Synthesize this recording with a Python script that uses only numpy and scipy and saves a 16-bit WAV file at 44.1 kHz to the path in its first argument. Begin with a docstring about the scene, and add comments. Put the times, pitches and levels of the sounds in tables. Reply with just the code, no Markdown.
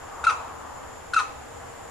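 """In a willow, a limpkin gives two short, harsh calls. Each opens on a rasping catch of the voice,
lands on a loud falling note that breaks up, and ends in a brief rattle of pulses ringing the throat.
Leaves and trees scatter the calls. Behind them sits a bed of distant outdoor wash, a thin band of
insects, a low rumble of wind and a faint hum, all shaped from noise."""
import sys
import numpy as np
from scipy import signal
from scipy.fft import rfft, irfft
from scipy.io import wavfile

SR = 44100
rng = np.random.default_rng(int(sys.argv[2]) if len(sys.argv) > 2 else 0)


def store_pcm(level_fs):
    """Save levels as 16-bit WAV."""
    pcm = np.round(np.clip(level_fs, -1, 1) * 32767).astype(np.int16)
    wavfile.write(sys.argv[1], SR, np.atleast_2d(pcm).T)


N = 83790

# The two calls. Each row: start in seconds, trim on the note's fundamental in dB, top pitch in Hz,
# note delay, note length and rattle delay in seconds, rattle trim in dB, rattle pulses per second.
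CALLS = [(0.2395, 0, 1400, .0264, .0365, .069, -1, 205), (1.1345, -1.9, 1375, .0277, .033, .0675, 0, 215)]
CALL_TREBLE_DB = [-1, 0.5]  # a high shelf for each call
# The tone of throat and bill. Each row: frequency in Hz, gain in dB.
THROAT_EQ = [(300, -32), (600, -13), (850, -1), (1100, -16), (1500, 11.5), (1950, -1.5), (2400, 2.5),
             (2680, -1), (3080, -6.5), (3350, -4.5), (3550, -6), (3780, 0.5), (3930, -14.5), (4080, 3),
             (4300, -6), (4600, -5.5), (4880, -4), (5300, -16), (5900, -2.5), (6250, -8), (6650, -13.5),
             (7800, -13), (9200, -13.5), (11500, -27), (15000, -45)]
# The note's overtones, from the second harmonic up. Each entry: level in dB ahead of the throat EQ.
NOTE_OVERTONES_DB = [-36.5, -35.5, -46, -34.5, -58, -45, -46]
# The tone of the reflections off leaves, trees and far surroundings. Each row: frequency in Hz, gain in dB.
LEAVES_EQ = [(500, -15), (900, -22), (1250, -23), (1450, 11.5), (2000, -8), (2600, 8.5), (5000, 0),
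             (14000, 8)]
TREES_EQ = [(500, 16), (850, -2), (1100, 5.5), (1350, -4.5), (2000, 3), (2600, 4.5), (4000, -3), (5000, 3),
            (7000, 6), (14000, 4)]
FAR_EQ = [(500, 20.5), (1000, -6), (1350, -17), (2600, -1), (6000, -7), (14000, -37)]
# The tone of the outdoor wash. Each row: frequency in Hz, relative level in dB.
WASH_EQ = [(100, -5.5), (190, -7.5), (260, -3.5), (380, -3.5), (470, -1), (600, -1.5), (800, -2.5),
           (1100, -10), (1700, -7), (2400, -16), (3200, -17.5), (4000, -24), (6000, -21.5), (9000, -26),
           (11000, -25), (13000, -35), (14200, -38), (15000, -55)]
# The stereo image of the wash. Each row: frequency in Hz, left-right correlation.
WASH_CORRELATION = [(100, 0.8), (200, -0.17), (370, -0.51), (700, .1), (1260, 0.51), (2300, 0.25),
                    (4200, 0.099), (7800, -0.071), (14000, 0.25)]
# The fader ride on the midrange swell. Each row: time in seconds, level in dB.
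SWELL_RIDE = [(0, -46.5), (.15, -41.5), (.4, -35.5), (.55, -42), (.75, -42), (.95, -46.5), (1.1, -48),
              (1.9, -48)]
# The insect voices. Each row: centre and width in Hz, level in dB, fade-in start in seconds.
INSECT_BANDS = [(7076, 204, -55, -1), (7640, 130, -69, -1), (8150, 130, -64.5, 1.28)]
# The tone of the wind rumble. Each row: frequency in Hz, relative level in dB.
WIND_EQ = [(20, -64), (40, -23), (55, -5.5), (75, 8), (100, -0.5), (140, -14.5), (250, -42)]
# The tones of the hum. Each row: centre and width in Hz, level in dB.
HUM_BANDS = [(129.5, 2.4, -62), (256, 3.2, -62.5), (466.7, 11.6, -53.5), (799.4, 10.8, -54.5)]


def limpkin(t):
    """The dry bird: catch, note and rattle layered into each call."""
    voice = 0
    for row, treble_db in zip(CALLS, CALL_TREBLE_DB):
        start, note_db, hz, note_delay, note_length, rattle_delay, rattle_db, pulse_rate = row
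        age = t - start
        call = catch(age) + note(age - note_delay, hz, note_length, note_db)
        call += undb(rattle_db) * rattle(age - rattle_delay, pulse_rate)
        voice = voice + eq(call, [(1100, 0), (4000, treble_db)])
    return voice


def catch(t, length=.0165, top_hz=1360, sag_hz_per_s=6760, flutter_hz=112):
    """The voice catches: an unsteady, fluttering tone whose overtones grow and ring the throat."""
    pitch = (top_hz - sag_hz_per_s * np.clip(t, 0, length)) * (1 + .028 * wander(576))
    phase = 2 * np.pi * np.cumsum(pitch) / SR
    flutter = 1 + .45 * np.sin(2 * np.pi * flutter_hz * t)
    fundamental = undb(-27.3) * flutter * np.sqrt(2) * np.sin(phase)
    stack = sum(np.sin(k * phase) for k in range(2, 9))
    overtones = undb(-30.5) * unit_rms(eq(stack, THROAT_EQ)) * ramp(t, .0096)
    voice = fundamental + overtones + undb(-34.5) * rasp()
    return gate(t, length, attack=.0012, release=.004) * voice


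def note(t, top_hz, length, trim_db):
    """A clean sagging note, rough as it starts; its overtones plunge through the throat as it breaks."""
    hold_s, fade_db_per_s, sag_hz_per_s = .013, 410, 4500
    break_s, tail_s, plunge_hz_per_s = .0064, .0076, 32000
    t = np.clip(t, 0, length + tail_s)
    pitch = (top_hz - sag_hz_per_s * t) * (1 + .005 * wander(570))
    level_db = -12.8 + trim_db - fade_db_per_s * np.maximum(t - hold_s, 0)
    fundamental = undb(level_db) * np.sqrt(2) * np.sin(2 * np.pi * np.cumsum(pitch) / SR)
    since_break = np.maximum(t - length + break_s, 0)
    plunge_phase = 2 * np.pi * np.cumsum(pitch - plunge_hz_per_s * since_break) / SR
    stack = sum(undb(db) * np.sqrt(2) * np.sin(k * plunge_phase)
                for k, db in enumerate(NOTE_OVERTONES_DB, start=2))
    overtones = eq(stack * gate(t, length + tail_s, attack=.009, release=2 * tail_s), THROAT_EQ)
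    onset_grit = undb(-30) * np.exp(-(t / .006) ** 2)
    break_grit = undb(-31) * ramp(since_break, break_s / 2)
    grit = (onset_grit + undb(-40) + break_grit) * rasp()
    return gate(t, length, attack=.0045, release=.003) * (fundamental + grit) + overtones


def rattle(t, rate, pulses=6, high_hz=1215, low_hz=885, ring_s=.0013, fade_s=.018):
    """The voice drops into uneven, fading pulses that ring two throat resonances over a little rasp."""
    train = 0
    for k, (slip, accent, detune) in enumerate(rng.standard_normal((pulses, 3))):
        age = t - (k + .07 * slip) / rate
        phase_per_hz = 2 * np.pi * (1 + .043 * detune) * age
        resonances = np.cos(high_hz * phase_per_hz) + undb(-15) * np.cos(low_hz * phase_per_hz)
        gain = undb(-16.7 + .4 * accent) * np.exp(-k / rate / fade_s)
        train = train + gain * np.exp(-(age / ring_s) ** 2 / 2) * resonances
    # The rasp creeps in two pulse periods early.
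    envelope = ramp(t + 2 / rate, 1 / rate) * np.exp(-np.maximum(t, 0) / .0073)
    throb = 1 + .5 * np.cos(2 * np.pi * rate * t)
    return train + undb(-31.5) * envelope * throb * rasp()


def rasp():
    """The grit in the voice: chaotic vibration coloured by throat and bill."""
    return unit_rms(eq(rng.standard_normal(N), THROAT_EQ))


def reflections(voice, curve, t60_s, predelay_s):
    """Sound scattered by the surroundings: a dense, fading tail, different left and right."""
    t = np.arange(N) / SR
    tail = rng.standard_normal((2, N)) * undb(-60 * t / t60_s) * ramp(t - predelay_s, predelay_s)
    tail /= np.sqrt(np.sum(tail ** 2) / 2)
    return signal.fftconvolve(eq(voice, curve)[None], tail, axes=1)[:, :N]


def wash(t):
    """A wide bed of distant outdoor noise whose midrange swells and fades."""
    noise = stereo_noise(curve_at_bins(WASH_CORRELATION))
    bed = unit_rms(eq(noise, WASH_EQ)) * undb(-43 + .2 * wander(3))
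    swell_db = np.interp(t, *np.array(SWELL_RIDE).T)
    swell = band(stereo_noise(.62), hz=1028, width_hz=202) * undb(swell_db)
    return pan(bed, left_db=.8) + pan(swell, left_db=3)


def insects(t, flicker_db=1.5, fade_in_s=.33):
    """A thin, flickering chorus far away; a higher voice joins late."""
    chorus = 0
    for hz, width_hz, db, start in INSECT_BANDS:
        shrill = band(stereo_noise(.37), hz, width_hz)
        chorus = chorus + shrill * undb(db + flicker_db * wander(24)) * ramp(t - start, fade_in_s)
    return chorus


def wind():
    """A low rumble, almost mono."""
    return undb(-53) * unit_rms(eq(stereo_noise(.99), WIND_EQ))


def hum():
    """A few faint, wavering low tones far off."""
    return sum(undb(db) * band(stereo_noise(.13), hz, width_hz) for hz, width_hz, db in HUM_BANDS)


def undb(db):
    """Decibels to gain."""
    return 10 ** (np.asarray(db) / 20)


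def unit_rms(x):
    """Normalise to rms 1."""
    return x / np.sqrt(np.mean(x ** 2))


def bin_hz():
    """The frequency of each spectrum bin."""
    return np.arange(N // 2 + 1) * SR / N


def curve_at_bins(curve):
    """Join (Hz, value) points along a log-frequency axis."""
    hz, values = np.array(curve, float).T
    return np.interp(np.log(bin_hz() + 1), np.log(hz), values)


def eq(x, curve):
    """Equalise with a curve of (Hz, dB) points."""
    return irfft(rfft(x) * undb(curve_at_bins(curve)), N)


def band(x, hz, width_hz):
    """A bell-shaped band-pass, normalised to rms 1."""
    bell = np.exp(-((bin_hz() - hz) / width_hz) ** 2 / 4)
    return unit_rms(irfft(rfft(x) * bell, N))


def wander(hz):
    """A smooth random modulator up to about this rate, rms 1."""
    return band(rng.standard_normal(N), 0, hz / 2)


def stereo_noise(correlation):
    """Mid-side white noise with this left-right correlation."""
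    mid, side = rfft(rng.standard_normal((2, N)))
    sides = np.array([[1], [-1]]) * side
    return irfft(mid * np.sqrt(1 + correlation) + sides * np.sqrt(1 - correlation), N)


def pan(x, left_db):
    """Tip the balance so the left leads the right by this many dB."""
    return x * undb(np.array([[left_db], [-left_db]]) / 2)


def ramp(t, seconds):
    """A linear fade-in from time zero."""
    return np.clip(t / seconds, 0, 1)


def gate(t, length, attack, release):
    """An attack, hold, release envelope, timed in seconds."""
    return ramp(t, attack) * ramp(length - t, release)


def scene():
    """The mix: the bird a little to the left, three layers of reflections, and the background."""
    t = np.arange(N) / SR
    bird = limpkin(t)
    leaves = undb(-7) * reflections(bird, LEAVES_EQ, t60_s=.07, predelay_s=.0013)
    trees = undb(-8) * reflections(bird, TREES_EQ, t60_s=.29, predelay_s=.009)
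    far = undb(-10) * reflections(bird, FAR_EQ, t60_s=.6, predelay_s=.04)
    return pan(bird, left_db=2.8) + leaves + trees + far + wash(t) + insects(t) + wind() + hum()


def record(dry, cutoff_hz=14500):
    """A steep high cut across the mix."""
    return signal.sosfilt(signal.ellip(8, .2, 70, cutoff_hz, fs=SR, output="sos"), dry)


dry = scene()
out = record(dry)
store_pcm(out)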